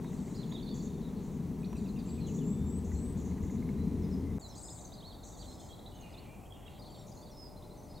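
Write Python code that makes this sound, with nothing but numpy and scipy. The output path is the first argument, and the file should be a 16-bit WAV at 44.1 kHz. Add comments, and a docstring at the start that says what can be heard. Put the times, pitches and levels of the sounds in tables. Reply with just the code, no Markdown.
"""A large jet rumbles high over a railway yard by a wood while songbirds whistle, warble and buzz in the trees.
Ticks sound under the jet; two cuts lead to quieter spots with birds, far traffic and a faint idling drone.
The jet is shaped noise combed by its ground echo; birds are bent sines and fast sweeps with echo and wood tail;
air and swells are band noise; the drone is two sines; ticks are short rings. Hiss lies over all."""
import sys
import numpy as np
from scipy import signal
from scipy.fft import rfft, irfft
from scipy.io import wavfile
from scipy.ndimage import uniform_filter1d

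SR = 44100
rng = np.random.default_rng(int(sys.argv[2]) if len(sys.argv) > 2 else 0)


def wav_out(sig):
    """Save sig, one row per channel (or a flat mono array), as 16-bit PCM at SR to the path in sys.argv[1]."""
    wavfile.write(sys.argv[1], SR, np.round(np.clip(np.atleast_2d(sig).T, -1, 1) * 32767).astype(np.int16))


N = 352800
T = np.arange(N) / SR
BIN_HZ = np.fft.rfftfreq(N, 1 / SR)
OPPOSITE = np.array([[1], [-1]])  # left, right

# listening spots: start t/s, end t/s
SPOTS = [(0, 4.3843), (4.3963, 6.787), (6.787, 8)]


def undb(db):
    """Amplitude factor of a dB value."""
    return 10 ** (np.asarray(db) / 20)


def level(x, db):
    """Scale to an RMS level, all channels together."""
    return x * undb(db) / np.sqrt(np.mean(x ** 2))


def on_hz(table):
    """Read an (f/Hz, value) table at every spectrum bin, on a log frequency axis."""
    hz, value = np.transpose(table)
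    return np.interp(np.log(BIN_HZ + 1), np.log(hz), value)


def noise(gain):
    """White noise with the given gain at every spectrum bin."""
    return irfft(rfft(rng.standard_normal(N)) * gain, N)


def hump(hz, width_hz):
    """Flat-topped band, width_hz between its 1/e gain points."""
    return np.exp(-(2 * (BIN_HZ - hz) / width_hz) ** 4)


def walk(rate_hz):
    """Random levels held 1 / rate_hz and smoothed twice; spread somewhat below 1."""
    k = int(SR / rate_hz)
    held = np.repeat(rng.standard_normal(N // k + 1), k)
    return uniform_filter1d(uniform_filter1d(held, k), k)[:N]


def shiver(count, size):
    """Noise smoothed twice over size samples; spread about 1."""
    smooth = uniform_filter1d(uniform_filter1d(rng.standard_normal(count), size), size)
    return np.sqrt(1.5 * size) * smooth


def gate(start_s, end_s, edge_s=.001):
    """1 between two times, with linear edges inside them."""
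    return np.clip(np.minimum(T - start_s, end_s - T) / edge_s, 0, 1)


def per_spot(values):
    """Hold one value through each spot."""
    return np.select([T < stop for _, stop in SPOTS], values)


def next_cut(s):
    """End of the spot that holds or follows a time."""
    return min(stop for _, stop in SPOTS if stop > s)


def spot_gain(k):
    """A spot plays between its cuts; a brief faint swell sounds in the gap before the second."""
    swell_end_s, edge_s = 4.3937, .0003
    gap_start, gap_end = SPOTS[0][1], SPOTS[1][0]
    swell = ((T - gap_start) / (gap_end - gap_start)) ** 2 * gate(gap_start, swell_end_s, edge_s)
    return gate(*SPOTS[k], edge_s) + (k == 1) * swell


def add(out, start_s, x, pan_db):
    """Mix a short sound in at a time; pan_db is left minus right."""
    i = int(start_s * SR)
    out[:, i:i + len(x)] += undb(pan_db / 2 * OPPOSITE) * x[:N - i]


def air(k):
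    """Air, far traffic and blurred far birds: a slowly drifting wash, narrow at 2.6-6.7 kHz, wide above 7.3 kHz."""
    # one spectrum per spot: f/Hz, relative level/dB per Hz
    spectra = [
        [(260, -26), (450, -2.5), (545, -6.5), (980, -8), (1460, -20.5), (2110, -20.5), (3010, -25.5),
         (4140, -26.5), (5220, -29.5), (6000, -24), (8050, -29), (9500, -41), (12400, -62), (20900, -120)],
        [(15, -18), (25, -7.5), (71, 2), (212, -3), (532, -13.5), (772, -10.5), (1710, -32), (1980, -30),
         (2880, -39.5), (3690, -37.5), (4860, -38.5), (7980, -32.5), (9500, -51), (12400, -41.5), (20900, -120)],
        [(15, -28), (25, 1), (146, 1.5), (532, -10), (587, -11), (649, -9.5), (896, -11), (1710, -33),
         (2030, -27.5), (2740, -34), (4080, -35.5), (4860, -32), (9500, -36), (12400, -51), (20900, -120)],
    ]
    # wash level per spot: level/dB
    wash_db = [-56.5, -49.5, -50]
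    # stereo width: f/Hz, side minus mid/dB
    side_db = [(60, -12), (200, -9), (400, -6.5), (1000, -7), (1800, -12.5), (2600, -26), (6700, -36),
               (7300, -4)]
    # balance of the mid part: f/Hz, left minus right/dB
    balance_db = [(60, 2), (400, 1.5), (1300, 0.5), (2400, 0.7), (8000, 3.5)]
    colour, pan = undb(on_hz(spectra[k])), undb(on_hz(balance_db) / 2)
    mid = rfft(noise(colour))
    side = rfft(noise(colour * undb(on_hz(side_db))))
    sides = irfft(np.array([mid * pan + side, mid / pan - side]), N)
    return level(sides, wash_db[k]) * undb(.6 * walk(3))


def drone():
    """Far idling engine: an unsteady low hum that swells and dies back, and one thin, nearly steady tone."""
    # hum: t/s, level/dB
    hum_db = [(4.4, -57), (4.75, -63), (5.45, -53), (5.6, -66), (6.1, -59), (6.8, -64), (8, -70)]
    # tone per spot: level/dB
    tone_db = [-73, -69, -63]
    hum_hz, tone_hz = 46.2 + 2.49 * walk(9.2), 596 + 1.52 * walk(4)
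    hum = np.sqrt(2) * np.sin(2 * np.pi * np.cumsum(hum_hz) / SR)
    hum *= undb(np.interp(T, *np.transpose(hum_db), left=-120))
    tone = np.sqrt(2) * np.sin(2 * np.pi * np.cumsum(tone_hz) / SR) * undb(per_spot(tone_db))
    return undb(1.1 * OPPOSITE) * (hum + tone)


def swells():
    """Soft bands of noise that fade, flicker and end with their spot."""
    # start t/s, end t/s, centre f/Hz, width/Hz, level/dB before fades and flicker
    swell_rows = [(0, 1.5, 41, 37, -54.5), (3, 4.5, 2010, 470, -76), (0, 0.52, 7200, 3500, -65.5),
                  (0.35, 0.48, 1500, 2300, -64), (2, 2.36, 3700, 2700, -67), (5.95, 6.5, 2600, 1700, -69.5),
                  (6.5, 7, 2570, 2100, -68.5), (5.5, 6.3, 4070, 1200, -73), (6.64, 6.9, 3800, 1728, -65)]
    out = np.zeros((2, N))
    for start, end, hz, width_hz, db in swell_rows:
        band = hump(hz, width_hz)
        flicker = undb(3 * walk(45))
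        sides = level(noise(band) + 0.12 * noise(band) * OPPOSITE, db)
        out += sides * gate(start, end, 0.14) * flicker * (T < next_cut(start))
    return out


def ticks():
    """Small near ticks: a noise crack and three dull modes ringing a few milliseconds."""
    # t/s, level/dB before the envelope, share of the higher ring 0-1
    tick_rows = [(0.045, -43, 0.2), (.129, -46, 0.5), (.279, -53, 0.7), (0.523, -42.5, 0.2),
                 (1.729, -42, 0.05), (2.917, -47.5, .8), (3.313, -53, .8), (3.379, -51, .8),
                 (3.434, -50.5, .8), (3.497, -51, 1), (3.625, -50.5, 1), (3.689, -48, 1)]
    mode_hz, mode_spread = np.array([966, 1680, 2120]), 0.044
    out, t = np.zeros((2, N)), np.arange(int(.04 * SR)) / SR
    envelope = (1 - np.exp(-t / 0.00061)) * np.exp(-t / 0.0051)
    for s, db, share in tick_rows:
        hz = mode_hz * (1 + mode_spread * rng.standard_normal(len(mode_hz)))
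        low, middle, high = np.sin(2 * np.pi * np.outer(hz, t))
        crack = 1.7 * uniform_filter1d(rng.standard_normal(len(t)), size=10) * np.exp(-t / 0.0072)
        ring = (1 - share) * low + share * (high + 0.45 * middle)
        add(out, s, undb(db) * (ring + crack) * envelope, -1.1)
    return out


def wood(x):
    """Trunks and leaves scatter a call into a short diffuse tail, wide in stereo only above 6.9 kHz."""
    t60_s, onset_s, wide_from_hz = 0.7, 0.015, 6900
    t = np.arange(int(.8 * SR)) / SR
    high_pass = signal.butter(8, wide_from_hz, "high", fs=SR, output="sos")
    wide = signal.sosfilt(high_pass, rng.standard_normal((2, len(t))))
    decay = np.exp(-np.log(1000) * t / t60_s) * np.clip(t / onset_s, 0, 1)
    tail = (rng.standard_normal(len(t)) + 0.79 * wide) * decay
    return signal.fftconvolve(x, tail / np.sqrt(np.sum(tail ** 2) / 2), axes=1)[:, :N]


def whistle(out, start_s, length_s, path_hz, db, pan_db, wobble_hz=0.):
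    """Sine bent through three pitches, loudest mid-way; air and leaves flutter it; a warble saws its pitch."""
    edge_s, ends_db, warble_rate_hz = 0.00061, -5, 40
    flutter_db, flutter_hz = 4.6, 40
    clear_db, steady_s = -59, .06  # louder or longer-held notes flutter less
    t = np.arange(0, length_s, 1 / SR)
    u = 2 * t / length_s - 1  # -1 to 1 along the note
    first, mid, last = path_hz
    pitch = mid + (last - first) / 2 * u + ((first + last) / 2 - mid) * u ** 2
    pitch += wobble_hz * (1 - 0.65 * u) * (1 - 2 * (t * warble_rate_hz % 1))
    far = np.clip((clear_db - db) / 6, .35, 1)  # faint notes are far ones
    flutter = far * min(steady_s / length_s, 1) ** .45
    pitch += flutter * flutter_hz * shiver(len(t), size=150)
    fade = np.clip(np.minimum(t, length_s - t) / edge_s, 0, 1)
    gain = undb(db + ends_db * u ** 2 + flutter * flutter_db * shiver(len(t), size=170))
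    add(out, start_s, np.sqrt(2) * fade * gain * np.sin(2 * np.pi * np.cumsum(pitch) / SR), pan_db)


def buzz(out, start_s, length_s, low_hz, high_hz, rate_hz, db, pan_db):
    """Falling sweeps, boosted at the throat's ring: fast and uneven ones rasp, slow ones trill evenly."""
    attack_s, release_s, sag_db = 0.0076, 0.016, -5.5
    throat_hz, throat_db = 6800, 2
    t = np.arange(0, length_s, 1 / SR)
    sweep_hz = rate_hz * (1 + rate_hz / 400 * shiver(len(t), size=200))
    phase = np.cumsum(sweep_hz) / SR % 1
    pitch = high_hz + (low_hz - high_hz) * phase ** 1.1
    pitch += 1.5 * rate_hz * shiver(len(t), size=40)
    shape = np.clip(np.minimum(t / attack_s, (length_s - t) / release_s), 0, 1)
    shape *= undb(sag_db * t / length_s) * np.sin(np.pi * phase) ** 0.087
    shape *= undb(1.9 * shiver(len(t), size=100))
    shape *= undb(throat_db * np.exp(-((pitch - throat_hz) / 500) ** 2))
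    add(out, start_s, np.sqrt(2) * undb(db) * shape * np.sin(2 * np.pi * np.cumsum(pitch) / SR), pan_db)


def far_chorus():
    """Quick random chirps of far birds; low voices hold their notes, high ones bend and clip them."""
    # t/s, level/dB, middle pitch f/Hz
    chorus_rows = [(0, -66, 4160), (.35, -78, 4220), (.9, -72, 4110), (1.15, -73.5, 4110),
                   (1.65, -79, 4145), (1.9, -69, 4170), (2.6, -85, 4010), (3.3, -78, 4100),
                   (4.38, -76, 4090), (4.4, -68, 4310), (5.5, -67.5, 4100), (5.95, -77, 3640),
                   (6.03, -71, 2604), (6.4, -76, 2646), (6.5, -73.5, 3000), (6.78, -74, 3610),
                   (6.79, -67, 4200), (7.3, -70, 4105), (7.42, -86, 4130), (7.6, -79, 4160), (8, -73, 4220)]
    spread, bend = .25, 0.2826  # shares of the pitch
    held_hz = 3200
    far = np.zeros((2, N))
    times, chorus_db, chorus_hz = np.transpose(chorus_rows)
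    for when, long, high, rise, fall, loud, side in rng.random((480, 7)):
        s = when * (N / SR - .05)
        hz = np.interp(s, times, chorus_hz) * (1 + spread * (high - .5))
        lively = np.clip((hz - held_hz) / 800, .1, 1)
        length_s = (.014 + .03 * long ** 2) * (2.5 - 1.5 * lively)
        length_s = min(length_s, next_cut(s) - s + .004)
        path_hz = hz * (1 - lively * bend * np.array([rise, 0, fall]))
        whistle(far, s, length_s, path_hz, -70 + 8 * loud, 1 - 2 * side)
    return level(far, 0) * undb(np.interp(T, times, chorus_db))


def couplets(out):
    """Two falling slurs, the low one first."""
    # start t/s, low slur level/dB, high slur level/dB
    couplet_rows = [(1.748, -66, -64), (1.852, -68, -65.5), (1.96, -67, -64.5), (2.062, -72, -65)]
    low_hz, high_hz = [2790, 2600, 2360], [5000, 4400, 3750]
    slur_s, gap_s, pan_db = 0.026, 0.025, -3  # gap from start to start
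    for s, low_db, high_db in couplet_rows:
        whistle(out, s, slur_s, low_hz, low_db, pan_db)
        whistle(out, s + gap_s, slur_s, high_hz, high_db, pan_db)


def hooks(out):
    """Whistles that leap up and hold."""
    # start t/s, hold plus half the leap/s, top f/Hz, level/dB, left minus right/dB
    hook_rows = [(4.84, 0.019, 4100, -72, -9), (5.724, 0.018, 3990, -59, 2), (5.791, 0.011, 4020, -59, 2),
                 (5.859, 0.019, 3970, -55, -3.5), (7.492, .02, 4250, -72, 3),
                 (7.562, 0.023, 4080, -66.5, 1), (7.624, 0.0335, 4100, -66, 2),
                 (7.695, 0.031, 4060, -67, -1.5), (7.942, 0.032, 4370, -66, 2)]
    leap_hz, leap_s = 754, 0.0071
    for s, length_s, top_hz, db, pan_db in hook_rows:
        whistle(out, s, leap_s, top_hz - leap_hz * np.array([1, .35, 0]), db, pan_db)
        whistle(out, s + leap_s, length_s - leap_s / 2, [top_hz] * 3, db, pan_db)


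def rasps(out):
    """A rasping call in two equal buzzes."""
    # start t/s, time to the second buzz/s, level/dB before shaping
    rasp_rows = [(.738, 0.077, -59), (1.219, 0.091, -69), (2.263, 0.073, -58), (2.841, 0.073, -63),
                 (3.168, 0.076, -62), (3.422, 0.076, -63.5)]
    length_s, low_hz, high_hz, rate_hz, pan_db = 0.075, 5900, 7500, 200, -1
    for s, wait_s, db in rasp_rows:
        for start_s in (s, s + wait_s):
            buzz(out, start_s, length_s, low_hz, high_hz, rate_hz, db, pan_db)


def near_birds():
    """All near calls, each with one early echo off the side of a carriage."""
    # start t/s, length/s, start f/Hz, middle f/Hz, end f/Hz, mid-note level/dB, left minus right/dB
    note_rows = [(.2, .08, 8000, 7800, 7400, -74, -5), (.285, 0.09, 7200, 6990, 6800, -69, 0),
                 (.344, 0.02, 3800, 4500, 5400, -60, -3), (.362, .016, 5220, 4750, 4340, -64, -3),
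                 (.375, 0.048, 4070, 4075, 4020, -60, -5), (.392, 0.031, 4480, 4310, 4160, -63, -3),
                 (.427, 0.014, 4050, 3580, 3150, -57, -4), (.46, 0.084, 6740, 6730, 6660, -67, -1),
                 (.515, 0.015, 3200, 3650, 4050, -54.5, -5), (.541, 0.032, 3850, 3650, 3280, -54, -4),
                 (.527, .009, 4100, 4500, 4900, -62, -5), (.575, .017, 3850, 4000, 4240, -58, -5),
                 (.591, 0.012, 4100, 3600, 3130, -56, -4), (.626, 0.0087, 4300, 4480, 4500, -55, -3),
                 (.654, 0.027, 4800, 4200, 4070, -59.5, -4), (.678, 0.017, 3400, 4110, 4750, -53.5, -4),
                 (.699, .03, 4300, 4500, 4480, -59, -3), (.706, 0.039, 3600, 3510, 3380, -61, -4),
                 (.771, .01, 4030, 4440, 4900, -63, 0), (.782, .01, 4900, 5300, 5700, -68, -2),
                 (.8, 0.015, 4800, 4470, 4170, -61.5, -3), (.868, .016, 4500, 4350, 4150, -68, -1),
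                 (.865, .015, 3700, 3640, 3520, -69, -3), (1.021, 0.061, 3900, 3830, 3750, -68, -1),
                 (1.631, 0.013, 2460, 2360, 2300, -65, -4), (1.643, 0.013, 3430, 4200, 4960, -65, -3),
                 (1.6, .027, 8120, 8010, 7900, -71.5, 6), (1.655, .135, 5830, 5810, 5790, -73.5, 1),
                 (1.775, .025, 7400, 7150, 6900, -68, 4), (1.95, .16, 8800, 8720, 8660, -78, 10),
                 (1.752, 0.027, 7030, 8160, 8600, -68, 5), (2.178, 0.02, 2560, 2435, 2280, -66, -6),
                 (2.202, 0.025, 4380, 4200, 3930, -61, 2), (2.232, 0.033, 4210, 4060, 3900, -59.5, 2),
                 (2.258, 0.047, 3900, 3080, 2600, -65, 3), (2.38, .015, 3400, 3480, 3560, -67, 5),
                 (2.395, .055, 3500, 2900, 2660, -73, 4), (2.53, 0.16, 3490, 3570, 3620, -72.5, -1),
                 (2.948, 0.043, 4230, 4190, 4200, -68, 0.5), (3.774, 0.11, 3940, 4050, 4200, -72.5, -2),
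                 (4.02, 0.04, 5660, 5080, 5000, -68.5, -1), (4.111, 0.043, 5650, 5090, 5100, -64, 0),
                 (4.24, 0.083, 2060, 2045, 2030, -69, -1), (4.414, 0.062, 4640, 4140, 3900, -56, -4),
                 (4.479, .085, 5820, 5310, 5270, -65, -4), (4.484, .03, 6200, 6150, 6100, -64, -2),
                 (4.544, 0.049, 3170, 4530, 4800, -61.5, -5), (4.635, 0.051, 5000, 5070, 5100, -61, 0),
                 (4.679, 0.022, 5030, 3520, 5100, -59, -7), (4.702, 0.022, 5100, 5070, 5120, -58, -2),
                 (4.787, .009, 6400, 6300, 6250, -59, -1), (4.806, 0.0095, 6330, 6150, 5850, -60, -1),
                 (4.848, .012, 6270, 6270, 6300, -54, 0), (4.872, 0.0085, 6400, 6200, 5950, -57, -2),
                 (4.92, 0.0093, 3530, 3800, 4100, -62, -4), (4.929, 0.023, 3490, 4840, 3550, -56.5, -3.5),
                 (4.968, 0.044, 3950, 4230, 4480, -66, 2), (5.002, .02, 3270, 3760, 4200, -62, -4),
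                 (5.023, 0.108, 2950, 4380, 3140, -57.5, -3.5), (5.228, 0.015, 4460, 4020, 3470, -59, -6),
                 (5.28, .012, 6760, 6130, 5440, -61, -6), (5.303, .035, 3700, 3900, 3620, -73, -3),
                 (5.33, .03, 4460, 4700, 4270, -72, 0), (5.386, .018, 3450, 4350, 4660, -58, -4),
                 (5.404, 0.03, 4660, 4350, 2960, -57, -5), (5.456, 0.094, 4080, 4125, 4150, -63.5, -3),
                 (5.436, .024, 2700, 3500, 3100, -70, -6), (5.48, 0.2, 5300, 5170, 5080, -69, 0),
                 (5.6, 0.07, 3240, 3130, 3050, -75, -9), (5.689, 0.062, 3240, 3290, 3300, -62.5, -6.5),
                 (5.918, 0.062, 2910, 2980, 2980, -70.5, -4), (5.946, 0.025, 6680, 6400, 6130, -67, 0),
                 (5.997, 0.029, 6900, 6500, 6100, -66, -3), (6.015, .03, 4180, 4170, 4100, -71, -2),
                 (6.024, .06, 2525, 2460, 2410, -68, -7), (6.104, 0.032, 4860, 4920, 4980, -68, -3),
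                 (5.985, 0.096, 2900, 2860, 2800, -69, -5), (6.13, 0.026, 4600, 3720, 3500, -63, -4),
                 (6.171, 0.026, 3450, 4160, 4450, -57.5, -2.5), (6.193, .01, 4400, 3800, 3200, -65, -3),
                 (6.246, 0.11, 2400, 2380, 2430, -67.5, -5), (6.425, .035, 2400, 2450, 2420, -73, -2),
                 (6.455, .014, 3150, 3220, 3180, -66, -4), (6.462, .025, 2880, 2870, 2820, -74, -4),
                 (6.505, .045, 3300, 3310, 3180, -64, -6), (6.615, 0.017, 3350, 3250, 3150, -69, -6),
                 (6.655, .023, 3280, 3260, 3200, -66, -8), (6.678, .014, 2900, 2770, 2750, -66, -6),
                 (6.535, 0.038, 3600, 3580, 3550, -72, -5), (6.667, .02, 3700, 3800, 3900, -70, -5),
                 (6.79, 0.043, 4800, 4750, 4660, -67, -2), (6.815, 0.019, 4080, 4280, 4400, -63, 3),
                 (6.859, 0.02, 4500, 4200, 3830, -62.5, 1.5), (6.84, .14, 4450, 4530, 4430, -66.5, 0),
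                 (6.844, .012, 3550, 3770, 3950, -67, -1), (6.877, .03, 3700, 3370, 3080, -70, 4),
                 (6.895, .035, 7340, 7360, 7380, -69, 1), (6.925, 0.03, 4550, 4150, 3550, -64, -3),
                 (6.96, 0.023, 3350, 3170, 3050, -73, -6), (6.942, 0.097, 7460, 7440, 7500, -72, -6),
                 (6.978, .02, 4560, 4380, 4000, -68.5, -1), (6.983, .025, 5560, 5550, 5600, -70.5, 0),
                 (7.002, .018, 4500, 4250, 3870, -66, 0), (7.076, 0.011, 4350, 4140, 3550, -68, -3),
                 (7.117, .01, 4700, 4900, 5130, -65, -3), (7.152, .01, 4150, 4250, 4350, -69, -1),
                 (7.168, .01, 4200, 4300, 4400, -66, -1), (7.194, 0.011, 4380, 4260, 4250, -63, 2),
                 (7.252, 0.029, 4600, 4400, 3600, -69, -2.5), (7.218, .018, 3200, 3520, 3480, -70, -5),
                 (7.29, 0.02, 3400, 3490, 3430, -68, -5), (7.302, .03, 5900, 5680, 5470, -68, 0),
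                 (7.317, .011, 4150, 4220, 4400, -68, 2), (7.32, 0.056, 5200, 5100, 5150, -71, -2),
                 (7.37, 0.12, 5240, 5080, 4940, -57, -5), (7.215, 0.028, 4460, 4650, 4900, -66, -2),
                 (7.755, 0.031, 4250, 4150, 4000, -77, -2), (7.77, 0.038, 6330, 6060, 5860, -67, 2),
                 (7.831, 0.031, 6420, 6070, 5730, -70, 1), (7.88, 0.13, 5000, 4980, 4930, -71, 0),
                 (7.902, .015, 4360, 4290, 4240, -72, -2), (7.975, .02, 3860, 3710, 3600, -68, -4)]
    # climbing warbles: start t/s, length/s, start f/Hz, middle f/Hz, end f/Hz, mid-note level/dB
    warble_rows = [(2.055, 0.11, 7380, 7670, 8080, -63), (2.433, 0.13, 7150, 7580, 8030, -61.5),
                   (2.652, 0.15, 7290, 7820, 8100, -61.5), (2.921, 0.21, 7230, 7960, 8050, -61)]
    # start t/s, length/s, low f/Hz, high f/Hz, sweep rate/Hz, level/dB before shaping, left minus right/dB
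    buzz_rows = [(1.799, 0.29, 5900, 7500, 160, -72, 0), (4.388, 0.11, 6700, 7760, 120, -60.5, 3),
                 (4.548, 0.083, 5850, 8200, 160, -57.5, 1), (4.574, 0.23, 6900, 8880, 24, -60.5, 15),
                 (4.625, 0.2, 6730, 8210, 160, -53.5, 1), (4.807, 0.087, 5960, 7930, 150, -61, -3),
                 (5.233, 0.13, 5730, 7500, 165, -58, 1), (5.24, .11, 7600, 8180, 180, -65, -7),
                 (5.368, 0.21, 5700, 8560, 190, -61, -2), (5.591, 0.14, 5730, 8340, 190, -61.5, -1),
                 (7.063, 0.08, 5620, 7200, 160, -64, 3), (7.141, .09, 6030, 7140, 130, -66, -2)]
    warble_pan_db, warble_hz = 3.5, 161  # pitch swing mid-note
    echo_s, echo_db = .011, [-6, -17, -9]  # echo level per spot
    near = np.zeros((2, N))
    for s, length_s, *path_hz, db, pan_db in note_rows:
        whistle(near, s, length_s, path_hz, db, pan_db)
    couplets(near)
    hooks(near)
    for s, length_s, *path_hz, db in warble_rows:
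        whistle(near, s, length_s, path_hz, db, warble_pan_db, warble_hz)
    rasps(near)
    for row in buzz_rows:
        buzz(near, *row)
    lag = int(echo_s * SR)
    near[:, lag:] += undb(per_spot(echo_db))[lag:] * near[:, :-lag]
    return near


def jet():
    """Mixing noise, its treble lost on the long way down, combed by the ground echo; turbulent air surges it."""
    # t/s, overall level/dB, deep rumble gain/dB
    jet_rows = [(0, -40, -9), (.5, -39, -12), (1, -38, -11.5), (1.5, -39, -5.5), (2, -37, -6),
                (2.4, -34.5, -10), (2.8, -38.5, 1), (3.2, -35.5, -4.5), (3.6, -36, -3.5), (4, -34, -3.5),
                (4.38, -37.5, -2)]
    # f/Hz, relative level/dB per Hz
    roar_spectrum = [(20, -26), (40, -14), (80, -1), (150, 1), (230, -2.5), (330, -7), (440, -15.5),
                     (520, -23), (700, -61)]
    ground_s, ground_share, split_hz = 0.00462, 0.41, 104
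    s, roar_db, deep_db = np.transpose(jet_rows)
    ground_comb = 1 + ground_share * np.exp(-2j * np.pi * BIN_HZ * ground_s)
    colour = undb(on_hz(roar_spectrum)) * ground_comb
    deep = 1 / (1 + (BIN_HZ / split_hz) ** 8)
    roar = level(noise(colour * (1 - deep)), 0) * undb(1.5 * walk(6.43))
    fan = level(noise(hump(81, 12)), -8)
    rumble = (level(noise(colour * deep), -2.7) + fan) * undb(np.interp(T, s, deep_db))
    scattered = level(noise(colour * (.5 + deep)), -19)  # off walls, opposite on the two sides
    sides = undb(np.array([[1.4], [-1.5]])) * (roar + rumble) + OPPOSITE * scattered
    return sides * undb(np.interp(T, s, roar_db))


def scene():
    """Three spots in turn, the jet and ticks in the first only, soft swells in the first two."""
    wood_db = -5.5
    near, far, out = near_birds(), far_chorus(), 0
    idling = drone()
    steady = [jet() + idling, idling, idling]
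    for k in range(len(SPOTS)):
        gain = spot_gain(k)
        close, distant = near * gain, far * gain
        sung = close + distant + wood(undb(wood_db) * close + 0.58 * distant)
        out = out + gain * (sung + air(k) + steady[k])
    return out + swells() + ticks()


def record(dry):
    """Hiss lies over all, nearly the same left and right at 2.6-6.7 kHz, wide above; the top is cut."""
    # shared hiss: f/Hz, relative level/dB per Hz
    hiss_spectrum = [(1500, -0.5), (5200, -46), (6500, -3.5), (9000, 2.5), (15000, 1)]
    # separate hiss of each channel: f/Hz, separate minus shared/dB
    separate_db = [(1500, -8), (2600, -26), (6700, -30), (7300, 4), (15000, 5.5)]
    hiss_db, top_hz = -67.5, 15800
    shared = undb(on_hz(hiss_spectrum))
    separate = np.array([noise(shared * undb(on_hz(separate_db))) for _ in range(2)])
    hiss = level(noise(shared) + separate, hiss_db)
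    hiss *= 1 - .6 * gate(SPOTS[0][1], SPOTS[1][0])  # dips between the first two spots
    low_pass = signal.ellip(10, .2, 70, top_hz, fs=SR, output="sos")
    return signal.sosfilt(low_pass, dry + hiss)


dry = scene()
out = record(dry)
wav_out(out)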